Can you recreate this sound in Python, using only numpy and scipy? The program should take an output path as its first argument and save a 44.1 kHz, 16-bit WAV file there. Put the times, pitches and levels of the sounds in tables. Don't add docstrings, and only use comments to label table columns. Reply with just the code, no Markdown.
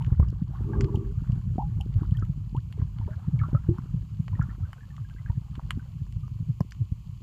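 import sys
import numpy as np
from scipy import signal
from scipy.fft import rfft, irfft
from scipy.io import wavfile
from scipy.ndimage import uniform_filter1d

SR = 44100
rng = np.random.default_rng(int(sys.argv[2]) if len(sys.argv) > 2 else 0)


def dump_mix(stems):
    frames = np.atleast_2d(stems).T
    limited = np.clip(frames, -1, 1)
    pcm = np.round(limited * 32767).astype(np.int16)
    wavfile.write(sys.argv[1], SR, pcm)


N = 318402

# crest t/s, level/dB, f/Hz, half length/s
STRONG_EDDIES = [(.022, -23, 136, 0.018), (0.074, -15, 120.4, .006), (.123, -8.5, 103.7, .004),
                 (0.198, -3, 88.5, .0034), (0.208, -13, 72, 0.033), (.286, -20, 97.7, .004),
                 (0.423, -14.5, 164.7, 0.0043), (0.609, -18.5, 105, 0.0014), (0.784, -11.5, 95, 0.0055),
                 (.848, -17, 98.4, 0.012), (0.95, -10.5, 90.5, 0.0047), (.975, -13.5, 118, .002),
                 (1.182, -15.5, 94, .0055), (1.298, -12.5, 125.6, .005), (1.332, -15, 122, .004),
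                 (1.478, -21, 149, 0.0066), (1.584, -11, 122.6, .0015), (1.685, -22.5, 139, 0.017),
                 (1.773, -15.5, 111.5, .005), (1.811, -19, 102.4, .0045), (1.964, -12.5, 105.8, 0.01),
                 (2.019, -13, 95, .003), (2.124, -10, 126.5, 0.0055), (2.19, -20.5, 113.5, 0.037),
                 (2.226, -18.5, 118.4, 0.0015), (2.3, -18.5, 149, .008), (2.549, -20.5, 177, 0.0015),
                 (2.579, -17, 125.5, 0.0092), (2.798, -14, 81, 0.003), (2.826, -12, 100.7, .0056),
                 (3.001, -17, 89.4, 0.0027), (3.029, -23, 102.5, .018), (3.063, -18, 92.2, 0.0028),
                 (3.172, -22.5, 101.7, 0.0097), (3.284, -13.5, 139, .005), (3.343, -14.5, 139.4, .011),
                 (3.392, -18, 112.3, 0.0072), (3.42, -13, 114, 0.011), (3.449, -22.5, 132, 0.0049),
                 (3.532, -11.5, 111, 0.0016), (3.553, -10, 126.2, .008), (3.691, -7, 119.3, 0.0034),
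                 (3.716, -18, 119, .009), (3.79, -16.5, 123, 0.0027), (3.946, -15.5, 141.5, 0.005),
                 (3.971, -24, 131, 0.014), (4.202, -14, 140, .005), (4.341, -22, 106, 0.012),
                 (4.4, -12, 127.4, 0.0044), (4.466, -24.5, 111, 0.0058), (4.61, -21, 105, 0.0053),
                 (4.633, -19, 98, 0.014), (5.016, -25.5, 121, 0.018), (5.302, -12.5, 95.4, 0.0047),
                 (5.379, -16, 114.6, 0.0045), (5.516, -24.5, 116.6, .004), (5.581, -19.5, 96, .0017),
                 (6.021, -19, 82, 0.0034), (6.167, -22.5, 106.5, 0.0089), (6.362, -25, 107.5, 0.0075),
                 (6.408, -22, 143, 0.0065), (6.427, -20, 106.4, 0.0044), (6.5, -16, 139, 0.011),
                 (6.611, -11, 142.6, 0.0037), (6.817, -16.5, 118, 0.014), (6.923, -13, 93, 0.0039)]
# t/s, level/dB
FLOW_LEVEL = [(0, -34), (.5, -40), (.8, -34), (1.05, -41.5), (1.38, -33.5), (2.05, -35.5), (2.65, -43.5),
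              (3.15, -43), (3.4, -38), (4.1, -43), (4.43, -36.5), (4.74, -49.5), (5.45, -40), (6.4, -43.5),
              (6.73, -48.5), (7.22, -46)]
# f/Hz, level/dB
CHURN_SPECTRUM = [(15, -22.5), (28, -8), (48, 12), (75, 5), (120, 9.5), (165, 1.5), (215, -12.5),
                  (280, -25.5), (400, -33.5), (700, -68)]
# f/Hz, level/dB
SLOSH_SPECTRUM = [(120, -10.5), (260, 12), (380, 2.5), (550, -4.5), (1000, -17.5), (2000, -24.5),
                  (6000, -60)]
# t/s, f/Hz, level/dB, t60/s
SINGLE_BUBBLES = [(.008, 924, -34.5, 0.045), (.227, 1170, -34, 0.032), (.549, 1070, -45, 0.092),
                  (.732, 851, -38.5, 0.13), (.734, 1586, -38, 0.049), (.753, 1057, -39.5, 0.049),
                  (.884, 976, -39, 0.055), (.944, 844, -34.5, 0.043), (1.803, 790, -39, 0.065),
                  (2.018, 307, -25, 0.046), (2.032, 1110, -37, 0.025), (2.149, 1810, -49, 0.064),
                  (2.186, 1470, -45, .04), (2.218, 1636, -47, 0.042), (2.224, 1284, -34, .032),
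                  (2.776, 407, -39, 0.074), (3.012, 894, -43, 0.052), (3.076, 945, -39, 0.031),
                  (3.078, 388, -30.5, 0.032), (3.086, 595, -41.5, 0.15), (3.125, 1600, -51, 0.1),
                  (3.28, 267, -27.5, 0.057), (3.392, 2220, -41.5, 0.054), (3.4, 1690, -44, 0.089),
                  (3.415, 1286, -33.5, 0.057), (3.4355, 1122, -29.5, 0.069), (3.437, 1322, -36, .11),
                  (3.545, 575, -31.5, 0.058), (3.549, 1288, -32.5, 0.093), (3.689, 329.7, -18, .13),
                  (4.201, 236, -24, 0.025), (4.33, 980, -41.5, 0.053), (4.353, 1860, -44.5, 0.039),
                  (4.394, 970, -20.5, 0.0077), (4.412, 1620, -35, .042), (4.417, 1362, -30.5, 0.049),
                  (4.98, 1180, -36.5, 0.017), (5.261, 1620, -39.5, 0.034), (5.299, 935, -37.5, 0.053),
                  (5.595, 970, -21, 0.0069), (5.771, 236, -19, 0.041), (5.795, 1500, -46, 0.047),
                  (6.233, 1193, -53, 0.13)]
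# t/s, f/Hz, level/dB
WARBLE_TRACKS = [
    [(1.579, 740, -95), (1.582, 680, -28), (1.592, 788, -28.5), (1.603, 930, -30), (1.611, 730, -34),
     (1.622, 1035, -38.5), (1.626, 813, -32), (1.65, 824, -47.5), (1.71, 814, -77)],
    [(2.546, 845, -65), (2.551, 857, -35), (2.572, 1063, -43.5), (2.586, 1460, -55), (2.6, 2100, -74)],
]
# t/s, level/dB
TRICKLE_LEVEL = [(0, -62.5), (1.5, -64), (2.4, -68.5), (4.2, -74.5), (4.9, -68), (5.7, -63.5), (6.1, -70.5),
                 (7.22, -74.5)]
# crest t/s, level/dB, decay constant/s
AIR_PUFFS = [(.01, -54.5, 0.23), (.24, -55.5, 0.033), (.56, -52.5, .17), (1.24, -58, 0.3),
             (2.03, -54, 0.13), (2.8, -58.5, 0.077), (3.05, -53, 0.24), (3.43, -52, 0.34), (3.77, -54, .05),
             (4.42, -51.5, 0.21), (5.23, -65, 0.21), (5.59, -64, 0.24)]
# f/Hz, level/dB
WASH_SPECTRUM = [(250, 2.5), (550, -9.5), (850, -1), (1150, 1), (1500, -6.5), (1900, -11.5), (2400, -24),
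                 (3200, -16.5), (4500, -23.5), (9000, -31.5)]
# t/s, level/dB
CLOUD_LEVEL = [(.62, -60), (.69, -34.5), (.76, -31.5), (.84, -31.5), (.93, -36), (1.02, -40.5), (1.12, -51),
               (1.2, -81)]
# f/Hz, width per filter stage/Hz, level/dB
CLOUD_RESONANCES = [(223, 39, 7.5), (320, 39, 9), (389.6, 32.5, 10.5), (880, 82, -19.5), (1140, 86, -13.5)]
# t/s, ring level/dB, ring low f/Hz, ring high f/Hz, snap level/dB, snap high f/Hz
CASE_HITS = [(0.023, -47, 1800, 3860, -57, 12000), (.047, -42, 1320, 2650, -60, 7000),
             (0.064, -50.5, 1200, 3500, -59, 7000), (.199, -28, 297, 950, -57.5, 14000),
             (0.286, -52.5, 1000, 5000, -54, 6200), (0.303, -61, 4000, 7000, -57, 12000),
             (.809, -30.5, 1230, 3200, -34.5, 7700), (0.844, -39.5, 1100, 3880, -55, 5600),
             (.956, -41.5, 2700, 3370, -51.5, 13000), (1.81, -36, 2710, 3150, -48.5, 14000),
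             (2.11, -52.5, 2600, 4000, -64, 12000), (2.1707, -44.5, 3010, 3400, -56, 14000),
             (2.196, -55.5, 5500, 7050, -64, 7200), (2.251, -53, 1000, 4000, -57, 14000),
             (2.566, -48, 2500, 3700, -58, 12000), (2.726, -44, 1780, 3940, -53.5, 12000),
             (2.817, -41.5, 710, 1610, -77, 7000), (2.986, -45.5, 900, 3520, -64, 7000),
             (3.3917, -47.5, 1400, 3600, -63.5, 7000), (3.547, -41, 287, 924, -76, 7000),
             (3.7838, -35, 740, 1450, -75, 7000), (4.281, -37.5, 584, 2280, -52, 7000),
             (4.426, -60, 2500, 5000, -53.5, 7000), (4.731, -36, 940, 2150, -53, 12000),
             (4.966, -49, 1480, 4030, -58, 7000), (5.554, -42, 940, 3500, -55, 8000),
             (5.7072, -21, 920, 3350, -33.5, 10600), (6.125, -51, 2000, 5000, -55, 9000),
             (6.279, -47.5, 295, 1320, -63, 7000), (6.6062, -24, 200, 880, -47.5, 6200),
             (6.721, -39, 910, 4160, -42, 7000)]
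# f/Hz, width/Hz, level/dB
CASE_MODES = [(405, 180, 1.5), (715, 1500, 3), (1045, 80, 11.5), (1720, 1300, -3.5), (2100, 750, -16.5),
              (2936, 390, 6), (4340, 450, 3.5), (4630, 1200, -16), (7000, 180, 4.5), (12900, 5100, -3)]
# f/Hz, level/dB
HISS_SPECTRUM = [(300, 0), (600, -14), (1100, 3), (1600, -20.5), (2200, -5.5), (3000, -2), (3600, -12),
                 (4400, -8), (5600, -14.5), (7100, -7.5), (8500, -19.5), (15000, -17)]
# t/s, level/dB
HISS_ENVELOPE = [(0, -69), (.3, -72.5), (.5, -71), (.7, -67.5), (2.3, -69), (4.3, -67.5), (7.22, -67.5)]


def eddy(db, hz, half_s, rise=1.83, fall=1.376, sag=.21):
    t = np.arange(-SR // 10, SR // 10) / SR
    age = np.clip(t / half_s, -50, 50)
    swell = 2 / (np.exp(-rise * age) + np.exp(fall * age))
    turns = np.cumsum(hz * (1 - sag * np.tanh(age))) / SR
    return -undb(db) * swell * np.sin(2 * np.pi * (turns - turns[len(t) // 2]))


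def thumps():
    out = np.zeros(N)
    for crest_s, db, hz, half_s in STRONG_EDDIES:
        wave = eddy(db, hz, half_s)
        add(out, crest_s - len(wave) / SR / 2, wave)
    return out


def weak_eddies(count=56, over_flow_db=13, spread_db=3, centre_hz=122, spread_oct=.25, half_s=.0034):
    out = np.zeros(N)
    for k, (lag, strength, pitch, length) in enumerate(rng.uniform(-1, 1, (count, 4))):
        hz = centre_hz * 2 ** (spread_oct * pitch)
        wave = eddy(over_flow_db + spread_db * strength, hz, half_s * np.exp(length))
        crest_s = (k + .5 + lag / 2) * N / SR / count
        add(out, crest_s - len(wave) / SR / 2, wave)
    return out * curve(FLOW_LEVEL)


def churn(over_flow_db=7):
    rumble = colour(impulses(per_s=240, spread_db=1.5), CHURN_SPECTRUM)
    return unit(rumble) * curve(FLOW_LEVEL) * undb(over_flow_db)


def slosh(pressure, gain_db=-30, exponent=1.51):
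    rustle = unit(colour(impulses(per_s=3000, spread_db=3.5), SLOSH_SPECTRUM))
    envelope = np.abs(signal.hilbert(pressure))
    peak = envelope.max()
    return rustle * peak * (envelope / peak) ** exponent * undb(gain_db)


def bubble(hz, t60_s, glide_oct_per_s, onset_cycles=.8, wobble_oct=.022):
    t = np.arange(int(t60_s * SR) + 2) / SR
    shape = np.interp(t, np.linspace(0, .2, 40), rng.standard_normal(40))
    turns = np.cumsum(hz * 2 ** (glide_oct_per_s * t + wobble_oct * shape)) / SR
    onset = 1 - np.exp(-(turns / onset_cycles) ** 2)
    return np.sin(2 * np.pi * turns) * undb(-60 * t / t60_s) * onset


def clear_bubbles(shed_db=-14, shed_oct=.11, shed_s=.031):
    out = np.zeros(N)
    for start_s, hz, db, t60_s in SINGLE_BUBBLES:
        add(out, start_s, undb(db) * bubble(hz, t60_s, glide_oct_per_s=2))
        for lag, pitch in rng.random((4, 2)):
            shed_hz = hz * 2 ** (shed_oct * (2 * pitch - 1))
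            add(out, start_s + shed_s * lag, undb(db + shed_db) * bubble(shed_hz, t60_s / 2, 0))
    return out


def warbles():
    out = np.zeros(N)
    for track in WARBLE_TRACKS:
        times_s, hz, db = np.transpose(track)
        t = np.arange(times_s[0], times_s[-1], 1 / SR)
        turns = np.cumsum(np.interp(t, times_s, hz)) / SR
        add(out, times_s[0], undb(np.interp(t, times_s, db)) * np.sin(2 * np.pi * turns))
    return out


def cloud():
    bursts = impulses(per_s=900, spread_db=2.5)
    ring = sum(undb(db) * resonate(resonate(bursts, hz, width_hz), hz, width_hz)
               for hz, width_hz, db in CLOUD_RESONANCES)
    t = np.arange(N) / SR
    active = (t > CLOUD_LEVEL[0][0]) & (t < CLOUD_LEVEL[-1][0])
    return unit(ring) * curve(CLOUD_LEVEL) * active


def case_ring(force):
    return sum(undb(db) * resonate(force, hz, width_hz) for hz, width_hz, db in CASE_MODES)


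def knock(ring_db, lo_hz, hi_hz, snap_db, snap_hi_hz, snap_lo_hz=4400, scatter_s=.0012, tail_s=.0097):
    t = np.arange(SR // 10) / SR
    push = rng.standard_normal(len(t)) * (.18 * np.exp(-t / scatter_s) + .028 * np.exp(-t / tail_s))
    push[0] += 1
    modes = case_ring(push)
    ring = unit_hit(band(modes, lo_hz, hi_hz)) + undb(-21) * unit_hit(modes)
    snap = unit_hit(band(modes, snap_lo_hz, snap_hi_hz))
    return undb(ring_db) * ring + undb(snap_db) * snap


def ticks(faint_count=12, faint_db=-53, spread_db=3, centre_hz=1000, spread_oct=2.6):
    out = np.zeros(N)
    for start_s, *hit in CASE_HITS:
        add(out, start_s, knock(*hit))
    for when, strength, pitch in rng.random((faint_count, 3)):
        hz = centre_hz * 2 ** (spread_oct * (2 * pitch - 1))
        db = faint_db + spread_db * (2 * strength - 1)
        add(out, when * N / SR, knock(db, hz / 2, hz * 2, snap_db=-67, snap_hi_hz=8000))
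    return out


def air(attack_s=.068):
    t = np.arange(N) / SR
    puffs = [undb(db) * np.exp(-np.maximum((crest_s - t) / attack_s, (t - crest_s) / decay_s))
             for crest_s, db, decay_s in AIR_PUFFS]
    return np.sqrt(curve(TRICKLE_LEVEL) ** 2 + np.sum(np.square(puffs), axis=0))


def gurgle(count=1100, centre_hz=1250, spread_oct=.5, spread_db=2.5, t60_cycles=32, gain_db=-5.5):
    swarm = np.zeros(N)
    for when, (pitch, strength, glide) in zip(rng.random(count), rng.standard_normal((count, 3))):
        hz = centre_hz * 2 ** (spread_oct * pitch)
        gain = undb(spread_db * min(strength, 2)) * min(centre_hz / hz, 1)
        add(swarm, when * N / SR, gain * bubble(hz, t60_cycles / hz, glide_oct_per_s=3 * glide))
    swirl = np.sqrt(uniform_filter1d(np.abs(swarm), SR // 50) + 1e-9)
    wash = colour(rng.standard_normal(N), WASH_SPECTRUM) * swirl
    return undb(gain_db) * (unit(swarm) + unit(wash)) * air()


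def stray_bubbles(count=14, from_s=4.45, to_s=5.3, centre_hz=1500, spread_oct=.29, gain_db=-24):
    out = np.zeros(N)
    for k, (lag, pitch, glide) in enumerate(rng.standard_normal((count, 3))):
        hz = centre_hz * 2 ** (spread_oct * pitch)
        ring = bubble(hz, t60_s=.075, glide_oct_per_s=3 * glide, wobble_oct=.046)
        add(out, from_s + (k + .5 + lag / 2) / count * (to_s - from_s), ring)
    return out * air() ** .44 * undb(gain_db)


def hiss(crackle_db=-80):
    snaps = impulses(per_s=60, spread_db=5)
    crackle = band(case_ring(snaps), 2900, 4800)
    smooth = colour(rng.standard_normal(N), HISS_SPECTRUM)
    return curve(HISS_ENVELOPE) * unit(smooth) + undb(crackle_db) * unit(crackle)


def undb(db):
    return 10 ** (np.asarray(db) / 20)


def unit(x):
    return x / np.sqrt(np.mean(x ** 2))


def unit_hit(x):
    return x / np.sqrt(np.sum(x ** 2) / (SR / 1000))


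def curve(rows):
    times_s, db = np.transpose(rows)
    return undb(np.interp(np.arange(N) / SR, times_s, db))


def add(out, start_s, x):
    i = int(start_s * SR)
    lo, hi = max(i, 0), min(i + len(x), len(out))
    if hi > lo:
        out[lo:hi] += x[lo - i:hi - i]


def colour(x, spectrum):
    hz, db = np.transpose(spectrum)
    bins_hz = np.maximum(np.fft.rfftfreq(len(x), 1 / SR), 1)
    return irfft(rfft(x) * undb(np.interp(np.log(bins_hz), np.log(hz), db)), len(x))


def resonate(x, hz, width_hz):
    return signal.lfilter(*signal.iirpeak(hz, hz / width_hz, fs=SR), x)


def band(x, lo_hz, hi_hz):
    return signal.sosfilt(signal.butter(2, [lo_hz, hi_hz], "band", fs=SR, output="sos"), x)


def impulses(per_s, spread_db):
    pushes = (rng.random(N) < per_s / SR) * rng.choice([-1, 1], N)
    return pushes * undb(spread_db * np.clip(rng.standard_normal(N), -2, 2))


def scene():
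    pressure = thumps() + weak_eddies() + churn()
    water = pressure + slosh(pressure)
    bubbles = clear_bubbles() + stray_bubbles() + warbles() + gurgle() + cloud()
    return (water + bubbles + ticks() + hiss())[None]


def record(dry, low_cut_hz=24, high_cut_hz=15300):
    dry = signal.sosfilt(signal.butter(1, low_cut_hz, "high", fs=SR, output="sos"), dry)
    return signal.sosfilt(signal.ellip(10, .2, 70, high_cut_hz, fs=SR, output="sos"), dry)


dry = scene()
out = record(dry)
dump_mix(out)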